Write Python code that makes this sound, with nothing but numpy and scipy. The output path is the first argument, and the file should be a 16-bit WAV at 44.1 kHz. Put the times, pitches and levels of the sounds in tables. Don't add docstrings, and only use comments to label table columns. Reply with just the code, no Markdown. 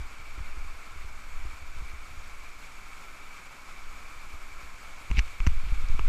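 import sys
import numpy as np
from scipy import signal
from scipy.io import wavfile
from scipy.ndimage import uniform_filter1d

SR = 44100
rng = np.random.default_rng(int(sys.argv[2]) if len(sys.argv) > 2 else 0)


def amplitude_ratio(level_db):
    exponent = np.asarray(level_db, float) / 20
    return 10 ** exponent


def store_pcm(level_fs):
    pcm = np.round(np.clip(level_fs, -1, 1) * 32767).astype(np.int16)
    wavfile.write(sys.argv[1], SR, np.atleast_2d(pcm).T)


N = 268304

# t/s, water level/dB, spray brightness/dB
POUR_CURVE = [
    (0.0, -49.7, -0.8),
    (2.08, -49.5, 0),
    (5.2, -49, 0),
    (6.08, -48, -0.5),
]
# f/Hz, density level/dB
WATER_SPECTRUM = [(120, -9), (300, -9), (450, -12), (900, -8), (1800, -8.5), (3000, -15), (5500, -18),
                  (7500, -17), (9300, -27.5), (11500, -23), (12600, -34.5), (13800, -29), (15800, -42)]
# f/Hz, width/Hz, gain/dB
HOUSING_MODES = [(1085, 90, 4), (1175, 60, -3), (1290, 350, 8), (1850, 300, -3), (2290, 330, 13),
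                 (2600, 150, 3), (3570, 120, 2), (4440, 140, 4), (5900, 200, 2), (6170, 260, -6),
                 (6650, 500, 2), (7150, 300, -2.5), (7650, 400, 2), (9900, 700, 2), (10650, 500, -3),
                 (11400, 800, 2), (12700, 600, -1.5), (13250, 500, 1.5)]
# t/s, sway level/dB
HAND_UNREST = [(0.0, -31), (0.16, -39), (0.4, -32.5), (0.7, -31), (0.84, -45), (1.0, -32), (1.25, -39),
               (1.4, -29.5), (1.58, -38.5), (1.8, -32.5), (2.24, -37.5), (2.6, -39.5), (3.65, -45.5),
               (3.9, -36), (5.0, -39), (5.22, -26.5), (5.39, -41), (5.5, -22)]
# t/s, peak level/dB, direction/+-1, edge level/dB
MOUNT_JOLTS = [(.003, -28.5, -1, -32), (.195, -40, -1, -27), (.378, -32.5, -1, -8), (0.404, -27.5, -1, -34),
               (.428, -43, 1, -20), (.571, -29.5, 1, -12.5), (.645, -38, -1, -30), (.735, -42.5, 1, -24),
               (.96, -39, 1, -14), (1.045, -34, 1, -20), (1.11, -41, -1, -23), (1.395, -37.5, -1, -33),
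               (1.452, -27.5, 1, -14.5), (1.535, -41, 1, -25), (1.62, -39, 1, -17.5),
               (1.765, -35.5, 1, -14), (1.822, -29.5, 1, -19), (1.934, -33, 1, -14), (2.11, -42, 1, -27),
               (2.17, -38.5, -1, -20), (4.338, -36, 1, -15), (4.63, -42, 1, -15)]
# t/s, peak level/dB, ring f/Hz, direction/+-1, edge level/dB
GRIP_KNOCKS = [(5.102, -21, 35, -1, -20), (5.1123, -18.5, 60, -1, -3), (5.146, -20.5, 41, -1, -30),
               (5.170, -22, 61, 1, -26), (5.181, -13, 54.5, -1, -14), (5.1916, -17.5, 47, 1, -6.5),
               (5.403, -16.5, 27.7, -1, -16), (5.425, -33, 39, 1, -22), (5.4665, -22, 158, 1, -25),
               (5.470, -9.5, 66, 1, -10), (5.52, -26, 59, 1, -27), (5.635, -26, 48, 1, -17),
               (5.672, -23, 32, 1, -30), (5.722, -17, 42, -1, -21), (5.78, -23, 19.6, 1, -39),
               (5.84, -21.5, 26, 1, -38), (5.9, -14.5, 19, 1, -20), (5.945, -27, 59, -1, -3.5),
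               (5.992, -33.5, 350, 1, 0), (6.012, -21, 15.8, 1, -30), (6.0, -21.5, 49, -1, -24),
               (6.06, -31, 49, -1, -24)]
# t/s, peak level/dB, dull body level/dB, bright edge level/dB, rattle decay/s
SHELL_TICKS = [(5.1025, -36, 0, -12, .001), (5.1130, -25, -6, -9, .0012), (5.1705, -26, -12, -20, .004),
               (5.1798, -22, -16, -14, .0012), (5.1850, -24, -10, -8, .002), (5.1900, -24, -14, -14, .0015),
               (5.1917, -12, -16, -14, .0012), (5.1955, -28, -2, -1, .003), (5.278, -37, -8, -14, .002),
               (5.4028, -24, -4, -15, .0016), (5.4664, -20, -1, -10, .002), (5.4714, -20, -3, -4, .0015),
               (5.493, -38, -6, -14, .002), (5.686, -37, -6, -14, .003), (5.8868, -35, -6, 8, .0001),
               (5.9935, -21, 4, -14, .0017)]

TREBLE_END_HZ = 15250
SHAKE_UNDER_DB, SHAKE_FOLLOWS, CALM_DB = -16, 0.86, -34.5
LIGHT_JOLT_DB, LIGHT_HZ, SAG_HZ_PER_DB = -40, 65, 1.26
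LIGHT_T60_S, LONGER_S_PER_DB = 0.096, 0.003
KNOCK_CYCLES = 4.5
SLIP_END_S, SLIP_DB, SLIP_RISE_DB_PER_S, SLIP_STOP_S = 5.19, -36.5, 333, 0.012
CREEP_DB, CREEP_RISE_DB_PER_S, CREEP_TOP_DB = -58, 5.5, -19


def rms_one(x):
    return x / np.sqrt(np.mean(x ** 2) + 1e-20)


def in_time(rows):
    t_s, *columns = np.transpose(rows)
    return [np.interp(np.arange(N) / SR, t_s, c) for c in columns]


def band(x, low_hz, high_hz, order=2):
    sos = signal.butter(order, [low_hz, min(high_hz, SR / 2.2)], "band", fs=SR, output="sos")
    return signal.sosfilt(sos, x)


def drift(rate_hz):
    pole = np.exp(-80 * np.pi * rate_hz / SR)
    noise = rng.standard_normal(N // 40 + 2002)
    slow = signal.lfilter([1], [1, -2 * pole, pole * pole], noise)[2000:]
    return np.interp(np.arange(N) / 40, np.arange(len(slow)), rms_one(slow))


def grains(per_s, spread_db):
    sizes = amplitude_ratio(spread_db * np.minimum(rng.exponential(1, N), 5))
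    signs = rng.choice([-1, 1], N)
    return rms_one(sizes * signs * (rng.random(N) < per_s / SR))


def steadied(x, span_s):
    return x / np.sqrt(uniform_filter1d(x ** 2, round(span_s * SR)) + 1e-20)


def housing(x):
    sections = []
    for hz, width_hz, gain_db in HOUSING_MODES:
        g = amplitude_ratio(gain_db / 2)
        a = np.tan(np.pi * width_hz / SR)
        c = -2 * np.cos(2 * np.pi * hz / SR)
        sections.append(np.array([1 + a * g, c, 1 - a * g, 1 + a / g, c, 1 - a / g]) / (1 + a / g))
    return signal.sosfilt(sections, x + 1e-18)


def cascade(drops_db=-6, patchy_db=0.71, surge_db=-0.62):
    water_db, spray_db = in_time(POUR_CURVE)
    surge = drift(14.0)
    sources = [rng.standard_normal(N) + amplitude_ratio(drops_db) * grains(4000, spread_db=2.5) for _ in range(2)]
    hz_points, db_points = np.transpose(WATER_SPECTRUM)
    edges_hz = 100 * 2 ** (np.arange(38) / 5)
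    water = 0
    for k, (low_hz, high_hz) in enumerate(zip(edges_hz, edges_hz[1:])):
        centre = np.log(np.sqrt(low_hz * high_hz))
        tilt = np.clip((centre - np.log(3000)) / np.log(4), -1, 1)
        gain_db = np.interp(centre, np.log(hz_points), db_points) + tilt * spray_db
        gain_db = gain_db + surge_db * surge + patchy_db * drift(25)
        water = water + amplitude_ratio(gain_db) * band(sources[k % 2], low_hz, high_hz)
    return amplitude_ratio(water_db + 1.0) * rms_one(housing(water))


def hand(lumpy_db=0.5, skirt_db=-5, waver_db=1.4):
    sway_db, = in_time(HAND_UNREST)
    shake_db = CALM_DB + SHAKE_UNDER_DB + SHAKE_FOLLOWS * (sway_db - CALM_DB)
    tremor, skirt, shake = rng.standard_normal((3, N + SR))
    tremor = steadied(band(tremor, 9.05, 11.01)[SR:], 0.178)
    skirt = steadied(band(skirt, 11.25, 22.7, order=3)[SR:], 0.178)
    sway = (tremor + amplitude_ratio(skirt_db) * skirt) * amplitude_ratio(waver_db * drift(3.8))
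    shake = steadied(band(shake, 23.8, 67.5, order=3)[SR:], 0.077) * amplitude_ratio(lumpy_db * drift(24))
    return amplitude_ratio(sway_db) * rms_one(sway) + amplitude_ratio(shake_db) * rms_one(shake)


def rub():
    slips = band(band(grains(12000, spread_db=2.5), 1900, 4200), 900, 9000)
    since_s = np.arange(N) / SR - SLIP_END_S
    creep_db = CREEP_DB + CREEP_RISE_DB_PER_S * since_s
    swell_db = SLIP_DB + SLIP_RISE_DB_PER_S * since_s
    stop_db = np.interp(since_s, [0, SLIP_STOP_S], [SLIP_DB, CREEP_DB])
    level_db = np.where(since_s < 0, swell_db, np.maximum(stop_db, creep_db))
    hiss = rms_one(band(grains(12000, spread_db=5.0), 6700, 14000))
    return amplitude_ratio(level_db) * rms_one(housing(slips)) + (since_s > 0) * amplitude_ratio(creep_db + CREEP_TOP_DB) * hiss


def ticks():
    out, t = np.zeros(N + SR), np.arange(SR // 40) / SR
    noise = rng.standard_normal((len(SHELL_TICKS), len(t)))
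    for (t_s, peak_db, body_db, edge_db, decay_s), rattle in zip(SHELL_TICKS, noise):
        rattle = (rattle + 4 * (t == 0)) * np.exp(-t / decay_s)
        shell = band(rattle, 2100.0, 2810.0)
        body = band(rattle, 900.0, 1490.0)
        edge = band(band(rattle, 2900, 6000), 2000, 8200) - amplitude_ratio(-24) * band(rattle, 10000, 15000)
        burst = rms_one(shell) + amplitude_ratio(body_db) * rms_one(body) + amplitude_ratio(edge_db) * rms_one(edge)
        out[round(t_s * SR):][:len(t)] += amplitude_ratio(peak_db) * burst / np.abs(burst).max()
    return out[:N]


def thuds(events, contact_s, edge_hz, edge_t60_s):
    out, t = np.zeros(N + SR), np.arange(SR // 2) / SR
    edge = np.sin(2 * np.pi * edge_hz * t) * amplitude_ratio(-60 * t / edge_t60_s)
    for t_s, peak_db, hz, t60_s, way, edge_db in events:
        ring = np.sin(2 * np.pi * hz * t) * amplitude_ratio(-60 * t / t60_s) * (1 - np.exp(-t / contact_s))
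        thud = ring / np.abs(ring).max() + amplitude_ratio(edge_db) * edge
        out[round(t_s * SR):][:len(t)] += np.sign(way) * amplitude_ratio(peak_db) * thud
    return out[:N]


def jolts():
    events = []
    for t_s, peak_db, way, edge_db in MOUNT_JOLTS:
        over_db = peak_db - LIGHT_JOLT_DB
        hz = LIGHT_HZ - SAG_HZ_PER_DB * over_db
        t60_s = LIGHT_T60_S + LONGER_S_PER_DB * over_db
        events.append((t_s, peak_db, hz, t60_s, way, edge_db))
    return thuds(events, contact_s=0.00086, edge_hz=300, edge_t60_s=0.033)


def knocks():
    events = [(t_s, peak_db, hz, KNOCK_CYCLES / hz, way, edge_db)
              for t_s, peak_db, hz, way, edge_db in GRIP_KNOCKS]
    return thuds(events, contact_s=0.0012, edge_hz=160, edge_t60_s=0.02)


def scene():
    water = cascade()
    handling = hand() + rub() + ticks() + jolts() + knocks()
    return (water + handling)[None]


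def band_limit(x):
    return signal.sosfilt(signal.butter(12, 15280, fs=SR, output="sos"), x)


def record(dry):
    low_pass = signal.ellip(12, .2, 60, TREBLE_END_HZ, fs=SR, output="sos")
    mix = signal.sosfilt(low_pass, dry)
    return band_limit(mix)


dry = scene()
out = record(dry)
store_pcm(out)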